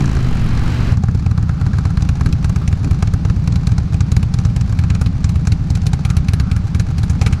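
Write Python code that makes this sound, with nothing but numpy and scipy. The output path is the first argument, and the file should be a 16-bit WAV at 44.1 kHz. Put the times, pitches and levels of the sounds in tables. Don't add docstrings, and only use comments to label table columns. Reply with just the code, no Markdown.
import sys
import numpy as np
from scipy import signal
from scipy.fft import rfft, irfft
from scipy.io import wavfile

SR = 44100
rng = np.random.default_rng(int(sys.argv[2]) if len(sys.argv) > 2 else 0)


def log_audio(samples):
    frames = np.atleast_2d(samples).T
    limited = np.clip(frames, -1, 1)
    pcm = np.round(limited * 32767).astype(np.int16)
    wavfile.write(sys.argv[1], SR, pcm)


N = 326340
TIME = np.arange(N) / SR
REAR_LAG = .4306
SAME_STROKE_S = .022

# t/s, relative buffeting/dB, relative rush/dB
WIND_LEVEL = [(0.03, -24.5, -35.5), (0.26, -20, -35), (0.632, -18, -34), (0.702, -25, -31.5),
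              (0.9, -23, -32)]
# f/Hz, relative level/dB
BUFFET_COLOUR = [(10, 20), (28, 4), (55, 2), (120, 1.5), (250, -11.5), (500, -63), (2000, -85)]
RUSH_COLOUR = [(160, -2), (280, -2.5), (548, -13.5), (1000, -14.5), (1150, -13.5), (2100, -18),
               (3040, -20.5), (3540, -26.5), (4110, -23.5), (7530, -35.5), (10500, -46), (14500, -48),
               (15500, -54)]
BREEZE_COLOUR = [(10, -2), (30, -6), (80, 0), (250, -21.5), (600, -67.5), (2000, -90)]
# t/s, length/s, level/dB
WHINE_SWELLS = [(1.6, 0.75, -77), (2.6, .6, -78), (5.65, .6, -78)]
# t/s, thud/dB, rattle/dB
BUMPS = [(2.24, -12, -44), (2.61, -37, -32), (2.83, -13, -37)]
# f/Hz, relative level/dB
THUD_COLOUR = [(15, -8), (35, -5), (70, -21), (250, -21), (700, -53), (2000, -90)]
RATTLE_COLOUR = [(200, 7), (700, -6), (1250, 5), (2000, -12), (7000, -22), (15000, -37)]
DRIVE_COLOUR = [(800, -30), (1130, -6), (1320, 0), (1500, -6), (2000, -35), (6000, -70)]
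CLATTER_COLOUR = [(150, -7), (250, 5.5), (335, -6.5), (544, -13), (781, -13.5), (961, -14.5), (1180, -15),
                  (2020, -22), (2320, -22), (3160, -27.5), (6100, -30.5), (10600, -46), (15500, -64)]
CRACK_COLOUR = [(280, 9), (420, 15), (560, 1.5), (800, -2.5), (1400, 6), (1950, -2), (2500, 4), (3300, -8),
                (4500, -5.5), (7000, -2), (9000, -17.5), (11500, -18.5), (12500, -23), (15500, -34)]
# t/s, length/s, level/dB
DRIVE_RASPS = [(1.65, 1, -47.5), (2.87, 0.13, -51), (4.9, 0.22, -46), (6.12, 0.16, -42), (6.46, 0.21, -41),
               (7.38, 0.29, -46)]
# t/s, level/dB
CLATTER_LEVEL = [(1, -37.5), (1.3, -37.5), (1.7, -34.5), (4.8, -35.5), (6.8, -35.5), (7.3, -33.5)]
# f/Hz, width/Hz, boost/dB
METAL_HUMPS = [(778, 174, 18.5), (1220, 334, 7.5), (1648, 300, 8), (2320, 72, 3.5), (4095, 810, 10.5),
               (5970, 580, 4), (10170, 2500, 7.5)]
# t/s, level relative to the crack/dB
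REFLECTION_LEVEL = [(0, -33), (5.4, -10.5), (6.4, -11), (7.3, -1)]
# f/Hz, width/Hz, gain/dB
REFLECTION_HUMPS = [(2110, 470, 4), (5500, 4400, -9), (10800, 2200, 0)]
# lower f/Hz, upper f/Hz
CRACK_BANDS = [(200, 1000), (1000, 2000), (2000, 3300), (3300, 5200), (5200, 8800), (8800, 16000)]
# f/Hz, relative level/dB, t60/s
PIPE_MODES = [(79.2, -38.5, 1), (107.6, -30.5, 0.16), (163.7, -25.5, 0.22), (220, -39, 0.11),
              (258.6, -30, 0.071)]
# start f/Hz, end f/Hz, level/dB, length/s
CYLINDER_GLIDES = [(60.8, 131.5, -13.5, 0.043), (79.4, 183.1, -16, 0.047)]
# t/s, four-stroke cycle rate/Hz
ROAD_SPEED = [(0, 28.8), (.1, 27.5), (.2, 26.0), (.3, 24.0), (.42, 22.0), (.47, 21.0), (.52, 23.4),
              (.9, 23.9)]
# t/s, throttle/dB, exhaust note/dB
ROAD_LOAD = [(0, 10.5, -12.5), (.1, 5.5, -22.5), (.45, 4, -23), (.55, 3.5, -24), (.7, 5, -20),
             (.94, -5.5, -18)]
# multiple of the cycle rate, relative level/dB
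ROAD_HARMONICS = [(3, -27), (5, -0.5), (7, -9.5), (10, -13.5)]
# t/s, four-stroke cycle rate before any sag/Hz
IDLE_SPEED = [(.92, 8.587), (1.072, 9.05), (1.738, 8.319), (2.497, 8.781), (2.798, 8.723), (2.911, 8.982),
              (3.617, 9.147), (4.349, 9.229), (4.41, 8.954), (5.63, 8.945), (6.016, 8.602), (6.405, 8.924),
              (7.087, 8.789), (7.269, 9.028)]
# start t/s, end t/s
IDLE_STRETCHES = [(.9272, 3.55), (3.5638, 7.36)]
MISFIRE_TIMES = [1.2, 1.55, 2.14, 2.38, 2.62, 2.8, 2.96, 3.19, 3.41, 3.61, 3.83, 3.89, 4.06, 4.28, 4.68,
                 5.13, 5.18, 5.41, 5.58, 5.63, 5.99, 6.22, 6.45, 6.63, 6.68, 6.86, 6.91, 7.15]
# t/s, level relative to an ordinary firing/dB
ODD_BURNS = [(1.74, -4.5), (1.86, 1.5), (1.91, -5.5), (2.27, 2), (2.57, 2.5), (2.85, -5), (3.03, 5.5),
             (3.37, -12), (3.53, -2.5), (3.78, 2.5), (4.01, 1.5), (4.12, 3), (4.17, 5.5), (4.5, -7.5),
             (4.73, -3.5), (5.02, 3.5), (5.36, -6), (5.53, 3), (5.82, -12.5), (5.94, 4), (6.34, 3),
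             (6.75, -3.5), (6.8, 4), (6.99, -3.5), (7.22, 4.5), (7.27, 7.5)]
# t/s, bark/dB, hiss/dB
IDLE_CRACK_LEVEL = [(1, -26.5, -31), (2.3, -27.5, -22.5), (3.2, -28, -25), (5.2, -29.5, -22.5),
                    (6.05, -30, -19), (6.7, -29, -20.5), (7.3, -32.5, -23)]


def from_db(db):
    return 10 ** (np.asarray(db) / 20)


def in_time(rows):
    times, *columns = np.transpose(rows)
    return [np.interp(TIME, times, column) for column in columns]


def swells(rows):
    return sum(from_db(db) * np.exp(-(2 * (TIME - s) / length) ** 2) for s, length, db in rows)


def noise(colour, humps=()):
    hz = np.maximum(np.fft.rfftfreq(N, 1 / SR), 1)
    colour_hz, colour_db = np.transpose(colour)
    level = np.interp(np.log(hz), np.log(colour_hz), colour_db)
    for centre, width, db in humps:
        level += db / (1 + (2 * (hz - centre) / width) ** 2)
    x = irfft(rfft(rng.standard_normal(N)) * from_db(level), N)
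    return x / x.std()


def band(x, low_hz, high_hz):
    return signal.sosfilt(signal.butter(4, [low_hz, high_hz], "band", fs=SR, output="sos"), x)


def clicks(times, level_db):
    at = np.round(times * SR).astype(int)
    inside = (at >= 0) & (at < N)
    sizes = from_db(level_db) * np.ones(len(at))
    return np.bincount(at[inside], sizes[inside], N)


def ring(drive, hz, t60):
    r, w = from_db(-60 / (t60 * SR)), 2 * np.pi * hz / SR
    return signal.lfilter([0, np.sin(w)], [1, -2 * r * np.cos(w), r * r], drive + 1e-18)


def bursts(drive, rise_s, fall_s):
    t = TIME[:SR // 5]
    shape = (1 - np.exp(-(t / rise_s) ** 2)) * np.exp(-t / fall_s)
    return signal.fftconvolve(drive, shape / shape.max())[:N]


def puffs(drive, width_s, radiated):
    u = np.arange(-SR // 20, SR // 20 + 1) / SR / width_s
    bell = np.exp(-u * u / 2)
    return signal.fftconvolve(drive, (u * u - 1) * bell if radiated else bell, "same")


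def wind(on_road, buffet_db=11.5, rush_db=6.0, breeze_db=-19.5):
    buffet_curve, rush_curve = in_time(WIND_LEVEL)
    buffet = from_db(buffet_curve + buffet_db) * noise(BUFFET_COLOUR)
    breeze = from_db(breeze_db) * noise(BREEZE_COLOUR)
    rush = from_db(rush_curve + rush_db) * noise(RUSH_COLOUR, humps=[(3930, 300, 2.4)])
    return on_road * (buffet + rush) + (1 - on_road) * breeze


def whine(pitch_hz=11680.0, width_hz=70.0):
    tone = ring(rng.standard_normal(N), pitch_hz, t60=np.log(1000) / (np.pi * width_hz))
    return swells(WHINE_SWELLS) * tone / tone.std()


def jolts():
    times, thud_db, rattle_db = np.transpose(BUMPS)
    thud = bursts(clicks(times, thud_db), rise_s=0.027, fall_s=0.033) * noise(THUD_COLOUR)
    rattle = bursts(clicks(times, rattle_db), rise_s=0.0059, fall_s=0.019) * noise(RATTLE_COLOUR)
    return thud + rattle


def casing(strokes, tick_db=-6.5, spread_db=5.5, scatter_s=0.00413, whirr_db=-63.0):
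    clatter_db, = in_time(CLATTER_LEVEL)
    tick_times = np.interp(np.arange(0, len(strokes) - 1, 1 / 3), np.arange(len(strokes)), strokes)
    late, strength = rng.standard_normal((len(tick_times), 2)).T
    taps = clicks(tick_times + scatter_s * late, tick_db + spread_db * np.minimum(strength, 2))
    gears = noise(CLATTER_COLOUR, humps=[(804, 28, 7.6), (4470, 2100, 4.9)])
    valves = bursts(taps, rise_s=0.00035, fall_s=0.0068) * noise(CRACK_COLOUR, METAL_HUMPS)
    drive = (from_db(whirr_db) + swells(DRIVE_RASPS)) * noise(DRIVE_COLOUR)
    return from_db(clatter_db) * (gears + valves) + drive


def pipes(strokes, return_s, scatter_s, spread_db, soften_hz=412.0):
    out = np.zeros(N)
    returns = strokes + return_s + scatter_s * rng.standard_normal(len(strokes))
    for hz, db, t60 in PIPE_MODES:
        out += ring(clicks(returns, db + spread_db * rng.standard_normal(len(strokes))), hz, t60)
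    return signal.sosfilt(signal.butter(2, soften_hz, fs=SR, output="sos"), out)


def cylinder_chirps(strokes, glide_s=0.02965, onset_s=0.0062, pitch_spread=0.055, spread_db=0.4):
    t = TIME[:SR // 12]
    out = np.zeros(N + len(t))
    for k, time in enumerate(strokes):
        bend, strength = rng.standard_normal(2)
        start_hz, end_hz, db, length_s = CYLINDER_GLIDES[k % 2]
        hz = np.interp(t, [0, glide_s], [start_hz, end_hz * (1 + pitch_spread * bend)])
        chirp = np.cos(2 * np.pi * np.cumsum(hz) / SR)
        valve_open = (1 - np.exp(-(t / onset_s) ** 2)) * np.exp(-(t / length_s) ** 6)
        at = round(time * SR)
        out[at:at + len(t)] -= from_db(db + spread_db * strength) * valve_open * chirp
    return out[:N]


def cracks(times, bark_db, hiss_db, lead_s=0.0077, spread_db=3.0):
    gas = noise(CRACK_COLOUR, METAL_HUMPS)
    reflection_db, = in_time(REFLECTION_LEVEL)
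    reflection = from_db(reflection_db) * noise(CRACK_COLOUR, METAL_HUMPS + REFLECTION_HUMPS)
    out = np.zeros(N)
    for low, high in CRACK_BANDS:
        is_bark = high <= 2000
        level_db = (bark_db if is_bark else hiss_db) + spread_db * rng.standard_normal(len(times))
        openings = clicks(times - lead_s, level_db)
        stretch = 1.36 if is_bark else 1
        out += bursts(openings, rise_s=0.0025 * stretch, fall_s=0.0036 * stretch) * band(gas, low, high)
        out += bursts(openings, rise_s=0.0062, fall_s=0.0093) * band(reflection, low, high)
    return out


def road_strokes(cycles):
    stroke = np.arange(60)
    times = np.interp(stroke // 2 + REAR_LAG * (stroke % 2), cycles, TIME)
    return times[times < ROAD_SPEED[-1][0]]


def road_engine(on_road, front_db=-14.5, rear_db=-11.5, pipe_db=-2.0, crack_db=-36.5, snarl_db=-30.5):
    cycles = np.cumsum(in_time(ROAD_SPEED)[0]) / SR - .35
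    times = road_strokes(cycles)
    throttle_db, note_db = in_time(ROAD_LOAD)
    uneven_db = rng.standard_normal(len(times))
    force_db = np.interp(times, TIME, throttle_db) + uneven_db
    thump_db = np.where(np.arange(len(times)) % 2, rear_db, front_db) + uneven_db
    thumps = puffs(clicks(times, thump_db), width_s=0.0032, radiated=True)
    snarl = puffs(clicks(times, snarl_db + force_db), width_s=0.00087, radiated=True)
    drone = from_db(pipe_db) * pipes(times, return_s=0.00483, scatter_s=0.00011, spread_db=0.5)
    harmonics = -sum(from_db(db) * np.cos(2 * np.pi * k * cycles) for k, db in ROAD_HARMONICS)
    note = np.sqrt(2) * on_road * from_db(note_db) * harmonics
    return thumps + snarl + drone + note + cracks(times, crack_db + force_db, crack_db + force_db)


def idle_strokes(misfire_sag=.0411, sag_left=.4185):
    strokes, sag = [], 0
    for time, end in IDLE_STRETCHES:
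        rear = False
        while time < end:
            missed = np.abs(np.array(MISFIRE_TIMES) - time).min() < SAME_STROKE_S
            strokes.append((time, rear, not missed))
            sag = sag * sag_left + misfire_sag * missed
            speed = np.interp(time, *np.transpose(IDLE_SPEED)) * (1 - sag)
            time += (1 - REAR_LAG if rear else REAR_LAG) / speed
            rear = not rear
    return [np.array(column) for column in zip(*strokes)]


def burns(strokes, rear, fired, rear_db=-2, unburnt_db=0.2, spread_db=0.76):
    odd_db = sum(db * (np.abs(strokes - s) < SAME_STROKE_S) for s, db in ODD_BURNS)
    after_misfire = np.r_[False, ~fired[:-1]]
    chance_db = spread_db * rng.standard_normal(len(strokes))
    return odd_db + rear_db * rear + unburnt_db * after_misfire + chance_db


def idle_engine(strokes, rear, fired, thump_db=-1.5, intake_db=-16.0, intake_lag_s=0.0347):
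    times, burn_db = strokes[fired], burns(strokes, rear, fired)[fired]
    thump_share = np.where(burn_db < 0, 0.52, 0.17)
    thumps = puffs(clicks(times, thump_db + thump_share * burn_db), width_s=0.0023, radiated=True)
    bark_db, hiss_db = (burn_db + np.interp(times, TIME, db) for db in in_time(IDLE_CRACK_LEVEL))
    crack = cracks(times, bark_db, hiss_db)
    intake = puffs(clicks(strokes + intake_lag_s, intake_db), width_s=0.0014, radiated=False)
    drone = pipes(strokes, return_s=0.00559, scatter_s=0.00052, spread_db=4.5)
    return thumps + crack + cylinder_chirps(strokes) + intake + drone


def scene(road_end_s=0.94, fade_s=0.06):
    on_road = np.clip(.5 + (road_end_s - TIME) / fade_s, 0, 1)
    strokes, rear, fired = idle_strokes()
    car_park = idle_engine(strokes, rear, fired) + jolts() + (1 - on_road) * (casing(strokes) + whine())
    return (road_engine(on_road) + wind(on_road) + car_park)[None]


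def record(dry, low_cut_hz=22.0, ceiling=0.96, high_cut_hz=15600):
    x = signal.sosfilt(signal.butter(1, low_cut_hz, "high", fs=SR, output="sos"), dry)
    x = x / (1 + (x / ceiling) ** 8) ** (1 / 8)
    return signal.sosfilt(signal.ellip(10, .1, 80, high_cut_hz, fs=SR, output="sos"), x)


dry = scene()
out = record(dry)
log_audio(out)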